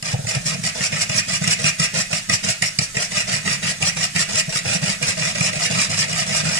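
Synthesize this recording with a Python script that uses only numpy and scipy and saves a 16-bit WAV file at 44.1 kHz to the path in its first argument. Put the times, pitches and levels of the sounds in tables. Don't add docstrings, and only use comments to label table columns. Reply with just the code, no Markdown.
import sys
import numpy as np
from scipy import signal
from scipy.fft import rfft, irfft
from scipy.io import wavfile
from scipy.ndimage import uniform_filter1d

SR = 44100
rng = np.random.default_rng(int(sys.argv[2]) if len(sys.argv) > 2 else 0)


def output_pcm(signal):
    pcm = np.clip(np.atleast_2d(signal).T, -1, 1) * 32767
    wavfile.write(sys.argv[1], SR, np.round(pcm).astype(np.int16))


N = 290619
T = np.arange(N) / SR

# (lands_s, fastest_scrape_s, scrape_db, push_on_bowl_db)
STROKES = [(0.042, 0.063, -33, -7.5), (0.28, 0.297, -23, -10), (0.46, 0.48, -19, -4.5),
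           (0.634, 0.666, -21, -5), (0.749, .851, -19.5, -11.5), (0.919, 1.02, -17, -4.5),
           (1.092, 1.185, -16.5, -0.5), (1.274, 1.352, -19, -1), (1.413, 1.522, -13.5, -2.5),
           (1.588, 1.682, -18, -1.5), (1.786, 1.844, -18, -5.5), (1.937, 2.005, -19, -2),
           (2.106, 2.168, -24, -7), (2.289, 2.343, -17, 3.5), (2.432, 2.509, -17.5, 1),
           (2.618, 2.663, -21, 5.5), (2.808, 2.832, -21, 8.5), (2.944, 3.03, -23.5, -13),
           (3.11, 3.191, -21, -5), (3.273, 3.355, -26.5, -1), (3.449, 3.53, -23, -2),
           (3.62, 3.698, -22.5, -1.5), (3.806, 3.881, -16.5, -4), (3.963, 4.04, -21, -5),
           (4.149, 4.215, -17, -0.5), (4.287, 4.393, -15, -6.5), (4.488, 4.569, -18, -20),
           (4.649, 4.74, -21.5, -3), (4.819, 4.905, -25, -1.5), (5.012, 5.095, -19.5, -3.5),
           (5.173, 5.283, -28, -3), (5.347, 5.459, -19, -1), (5.526, 5.644, -20, -9.5),
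           (5.702, 5.826, -18, 2.5), (5.895, 6.005, -16, 0), (6.08, 6.191, -22, -3.5),
           (6.262, 6.37, -17.5, -2), (6.433, 6.56, -22.5, 1)]
# (start_s, level_db, pitch_hz)
FLOPS = [(0.134, -8, 120), (0.187, -17, 140), (0.239, -17.5, 114), (0.362, -11.5, 128), (0.543, -16, 156),
         (1.412, -13, 160), (4.477, -16, 154), (4.748, -12.5, 170), (4.819, -15.5, 148), (5.56, -19, 150),
         (5.898, -20.5, 130), (6.449, -20, 152)]
# (pitch_hz, width_hz, level_db)
HOLLOW_MODES = [(471, 55, -5.5), (527, 39, -4), (628, 37.5, 1.5), (706.4, 47, -2.5), (765, 43, -6.5),
                (915, 63, -16.5)]
# (pitch_hz, width_hz, level_db)
WALL_MODES = [(1214, 42, -6), (1286, 43, -5.5), (1588, 28, -7), (1774, 53, -3), (1923, 91, 1.5),
              (2109, 120, -1.5), (2303, 154, -1.5), (2506, 108, 2.5), (2833, 166, -2)]
# (frequency_hz, level_db)
SCRAPE_TONE = [(500, -33.5), (1500, -11), (2500, -3.5), (3300, -10.5), (4200, -4.5), (5300, 1.5), (5750, 3),
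               (6250, -9.5), (7500, 5.5), (8400, -4), (10200, -6), (12500, -31.5), (15500, -45)]

WETTER_DB_PER_S = 0.6


def undb(db):
    return 10 ** (np.asarray(db) / 20)


def unit(x):
    return x / np.sqrt(np.mean(x ** 2))


def peaked(x):
    loudest_power = uniform_filter1d(x ** 2, SR // 250).max()
    return x / np.sqrt(loudest_power)


def add(track, s, sound):
    i = max(int(s * SR), 0)
    track[i:i + len(sound)] += sound[:max(N - i, 0)]


def through(x, response):
    return signal.fftconvolve(x, response)[:len(x)]


def excite(force, response):
    return through(force, response / np.linalg.norm(response))


def gains(points, size):
    hz, db = np.transpose(points)
    bins_hz = np.fft.rfftfreq(size, 1 / SR)
    return undb(np.interp(np.log(bins_hz + 1), np.log(hz), db))


def colour(points, size=1024):
    cepstrum = irfft(np.log(gains(points, size)))
    cepstrum[1:size // 2] *= 2
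    cepstrum[size // 2 + 1:] = 0
    return irfft(np.exp(rfft(cepstrum)))


def ring(modes, size=8192):
    t = T[:size]
    total = np.zeros(size)
    for k, (hz, width, db) in enumerate(modes):
        dying = np.exp(-np.pi * width * t)
        total += (-1) ** k * undb(db) * width * dying * np.sin(2 * np.pi * hz * t)
    return total


def drift(per_s, count=1000):
    return np.interp(T * per_s, np.arange(count), rng.standard_normal(count))


def slips(per_s, spread_db):
    happens = rng.random(N) < per_s / SR
    direction = np.sign(rng.standard_normal(N))
    size = undb(spread_db * rng.standard_normal(N))
    return unit(happens * direction * size)


def burst(swell_s, size=8192):
    t = T[:size]
    return rng.standard_normal(size) * t / swell_s * np.exp(-t / swell_s)


def thump(hz, swell_s, size=6000):
    t = T[:size]
    strength = (t / swell_s) ** 2 * np.exp(2 - 2 * t / swell_s)
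    return strength * np.sin(2 * np.pi * hz * t)


def background():
    # (frequency_hz, level_db)
    hum_tone = [(20, -11), (45, -3), (65, -27), (200, -11), (400, -27), (2000, -21.5), (8000, -18),
                (15500, -36)]
    shared = rfft(rng.standard_normal(N))
    own = rfft(rng.standard_normal((2, N)))
    apart = np.clip(np.fft.rfftfreq(N, 1 / SR) / 600, 0, 1)
    mixed = shared * np.sqrt(1 - apart ** 2) + own * apart
    return unit(irfft(mixed * gains(hum_tone, N), N))


def knocks(chatter_s, tick_s):
    # (start_s, clack_db, tick_relative_db, boom_relative_db)
    knock_times = [(0.025, -23, 11, -3), (0.2681, -21, 7, 0), (0.3491, -16, 7, -7), (0.4557, -25, 2, 5),
                   (0.636, -15.5, -1, -7), (0.8059, -13.5, -3, -4), (0.9243, -14.5, -3, -11.5),
                   (1.0945, -16, 4, -4), (1.475, -13, 10, -9), (1.6412, -11, 0, -4), (1.7973, -19, 16, 1.5),
                   (2.128, -9.5, -3, -10), (2.2949, -8, 2, -8.5), (2.622, -7.5, 5, -13),
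                   (2.7869, -11.5, 11.5, -1.5), (2.9674, -9.5, 3.5, -8.5), (3.4743, -10.5, 0, -10),
                   (3.8235, -8.5, 4, -14), (4.1594, -10.5, 4, -8.5), (4.3547, -18.5, 11.5, -14),
                   (4.555, -15, 0, -6.5), (5.026, -12, 5.5, -10.5), (5.1695, -20.5, -2, -5),
                   (5.4064, -11, 3, -2)]
    bright, body = np.zeros((2, N))
    wall, hollow, tick = ring(WALL_MODES), ring(HOLLOW_MODES), colour(SCRAPE_TONE)
    for s, db, tick_db, boom_db in knock_times:
        force = burst(chatter_s)
        clack = undb(-7.5) * peaked(through(force, wall))
        clack += undb(-15.5) * peaked(through(force, hollow))
        steel = undb(-9.5) * peaked(through(burst(tick_s), tick))
        add(bright, s, undb(db) * (clack + undb(tick_db) * steel))
        add(body, s, undb(db + boom_db) * thump(hz=145.3, swell_s=0.0054))
    return bright, body


def depth(s):
    # (time_s, depth_0_to_1)
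    depth_path = [(0, 1), (.45, .95), (.75, 0.46), (1.5, 0.4), (2.2, 0.37), (2.75, 0.01), (3.1, 0.57),
                  (4.1, 0.37), (4.5, 0.57), (6.5, 0.73)]
    return np.interp(s, *np.transpose(depth_path))


def wires(per_s, spread_db, grip_s, steady, count=1500):
    chance = rng.standard_normal((count, 2))
    gaps_s = np.exp(.35 * chance[:, 0]) / per_s
    at = (np.cumsum(gaps_s) * SR).astype(int)
    inside = at < N
    touches = np.zeros(N)
    touches[at[inside]] = undb(spread_db * np.clip(chance[inside, 1], -2, 2))
    grips = through(touches, np.exp(-T[:SR // 10] / grip_s))
    return unit(steady + unit(grips))


def motion(land_s, lift_s, release_s, boom_fade_s):
    drag_db, squelch_db, boom_db, drag_follows = -24.5, -37, -27, 0.26
    skim_lift_s, deep_lift_s = -0.027, 0.077
    scrape_length_s, usual_scrape_db, shorten_db_per_db = 0.02, -19, .5
    wobble_db, settle_s = -33.5, 0.079
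    warm_up_db, warm_up_s = -2.5, 2.1
    drag, scrape, squelch, boom = np.zeros((4, N))
    for lands, fastest, scrape_db, push_db in STROKES:
        deep = np.clip(depth(lands), .01, 1)
        lifts = fastest + skim_lift_s + (deep_lift_s - skim_lift_s) * deep
        near = slice(max(int((lands - .1) * SR), 0), int((lifts + .25) * SR))
        t = T[near]
        since_landing = (t - lands) / land_s
        contact = np.clip(since_landing + 0.49, 0, 1) * np.clip((lifts - t) / lift_s + .5, 0, 1)
        release = np.clip((lifts - t) / release_s + 0.21, 0, 1)
        loaded = np.clip(since_landing + 1.02, 0, 1) * release
        drag[near] += undb(drag_db + drag_follows * push_db) * contact
        length = scrape_length_s * undb(shorten_db_per_db * (usual_scrape_db - scrape_db))
        length = length * np.where(t < fastest, 1.1, .8)
        landed = np.clip(since_landing + 1, 0, 1)
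        scrape[near] += undb(scrape_db) * landed * np.exp(-.5 * ((t - fastest) / length) ** 2)
        squelch[near] += undb(squelch_db + WETTER_DB_PER_S * lands) * loaded
        boom[near] += undb(boom_db + push_db) * loaded * np.exp(-(t - lands) / boom_fade_s)
        settling = (t > lifts) * np.exp(-np.abs(t - lifts) / (settle_s * deep))
        boom[near] += undb(wobble_db) * deep * settling
    effort = undb(warm_up_db * np.clip(1 - T / warm_up_s, 0, 1))
    return effort * drag, scrape, squelch, boom


def whisking():
    # (frequency_hz, level_db)
    plough_tone = [(250, -35), (900, -6.5), (1500, -5), (2200, -5), (2900, -6), (3500, -4.5), (4400, -3),
                   (5300, 0), (6300, -3), (7500, -1.5), (8500, -6.5), (10200, -11.5), (12500, -36.5),
                   (15500, -43)]
    # (frequency_hz, level_db)
    foam_tone = [(300, -31), (1000, -13.5), (1700, 1), (2600, -9), (3600, -5), (5500, -2), (7500, 2),
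                 (10200, -6.5), (12500, -30), (15500, -48)]
    # (pitch_hz, width_hz, level_db)
    wire_modes = [(2500, 690, -7), (4800, 530, -2), (5610, 280, 5), (5850, 670, -0.5), (7120, 200, 0.5)]
    # (pitch_hz, width_hz, level_db)
    boom_modes = [(98, 25, -2.5), (119, 33, -2.5), (155.6, 18.9, 2.5), (195, 34, -3)]
    fizz_db, fizz_rise_db = -36, 3
    drag, scrape, squelch, boom = motion(land_s=0.013, lift_s=0.018, release_s=0.021, boom_fade_s=0.21)
    grip = wires(per_s=125, spread_db=3.0, grip_s=0.0048, steady=0.61)
    plough = excite(drag * grip * slips(per_s=4000, spread_db=1.5), colour(plough_tone))
    slide = excite(scrape * grip * slips(per_s=12000, spread_db=3), colour(SCRAPE_TONE))
    snags = excite((drag + scrape) * slips(per_s=350, spread_db=1.0), colour(SCRAPE_TONE))
    zing = np.zeros(N)
    for mode in wire_modes:
        rubbing = scrape * undb(3.9 * drift(per_s=97)) * slips(per_s=6000, spread_db=2.5)
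        zing += undb(mode[2]) * excite(rubbing, ring([mode], size=512))
    uptake = undb(2.3 * drift(per_s=45))
    wall_force = (undb(-6.0) * drag + undb(-16.5) * scrape) * grip * uptake
    wall = excite(wall_force * slips(per_s=2100, spread_db=4), ring(WALL_MODES))
    wet = excite(squelch * grip * slips(per_s=900, spread_db=1.5), ring(HOLLOW_MODES))
    stirred = np.clip(T / STROKES[1][0], 0, 1)
    foam = stirred * undb(fizz_db + fizz_rise_db * (depth(T) - 1.0))
    fizz = excite(foam * slips(per_s=7300, spread_db=4.5), colour(foam_tone))
    push = (boom + undb(-45) * stirred) * grip
    body = excite(push * slips(per_s=1500, spread_db=0.5), ring(boom_modes))
    bright = undb(-1.5) * plough + undb(-6.0) * slide + undb(-9.5) * snags + undb(-15.0) * zing
    return bright + wall + wet + fizz, body


def flops(swell_s):
    out = np.zeros(N)
    for s, db, hz in FLOPS:
        add(out, s, undb(db) * thump(hz, swell_s))
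    return out


def slaps(swell_s, scatter_db):
    slap_db, flop_smack_db = -30.5, -12.5
    out, hollow = np.zeros(N), ring(HOLLOW_MODES)
    landings = []
    for s, *_ in STROKES[1:]:
        landings.append((s, slap_db + WETTER_DB_PER_S * s + scatter_db * rng.standard_normal()))
    lumps = [(s, db + flop_smack_db) for s, db, _ in FLOPS]
    for s, db in landings + lumps:
        add(out, s, undb(db) * peaked(through(burst(swell_s), hollow)))
    return out


def reflections(x, near_db, near_s, room_db, t60_s, count=6, size=20000):
    t = T[:size]
    near_colour = colour([(150, -15), (700, -4), (2000, -2.0), (15000, -1.5)])
    room_colour = colour([(150, -6.5), (600, -1.5), (1000, -2.5), (2500, 4), (8000, -9), (15000, -5.5)])
    spots = np.array([drift(per_s=30) for _ in range(count)])
    spots /= np.linalg.norm(spots, axis=0)
    out = np.zeros((2, N))
    for spot in spots:
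        for ear in out:
            near_noise = rng.standard_normal(size) * np.exp(-t / near_s) * (t > .0008)
            near = through(near_noise, near_colour)
            tail_noise = rng.standard_normal(size) * undb(-60 * t / t60_s) * (t > .007)
            tail = through(tail_noise, room_colour)
            paths = undb(near_db) * near / np.linalg.norm(near)
            paths += undb(room_db) * tail / np.linalg.norm(tail)
            ear += through(x * spot, paths)
    return out


def scene():
    rub, rub_boom = whisking()
    hit, hit_boom = knocks(chatter_s=0.00062, tick_s=0.00083)
    bright = undb(-2.5) * (rub + hit) + undb(-5.5) * slaps(swell_s=0.0025, scatter_db=1.0)
    boom = rub_boom + hit_boom + undb(-2.5) * flops(swell_s=0.009)
    boom = signal.sosfiltfilt(signal.butter(3, 78, "high", fs=SR, output="sos"), boom)
    echoes = reflections(bright, near_db=2.5, near_s=0.0048, room_db=-6.0, t60_s=0.33)
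    left, right = bright + boom + echoes
    lag_s = .00058 + .000015 * drift(per_s=12)
    left = np.interp(T - lag_s, T, left, left=0)
    return np.array([left, right]) + undb(-41.5) * background()


def record(dry):
    # (frequency_hz, left_db, right_db)
    mic_tones = [(200, 0, 0), (450, -2, 1), (1500, -2, 1), (2000, -.7, .7), (3800, -1, .5), (4700, 2, -3),
                 (5700, -1, 0), (6500, -1, 1), (7000, 1.5, -2), (7650, -3, 2), (8500, -12, 2),
                 (10100, -18, 2), (11500, -7, 2), (13200, -1, 1)]
    mics = np.array(mic_tones)
    heard = np.array([through(x, colour(mics[:, [0, k + 1]])) for k, x in enumerate(dry)])
    ceiling, top_hz = .88, 15500
    rounded = heard / (1 + (heard / ceiling) ** 6) ** (1 / 6)
    return signal.sosfilt(signal.ellip(10, .2, 80, top_hz, fs=SR, output="sos"), rounded)


dry = scene()
out = record(dry)
output_pcm(out)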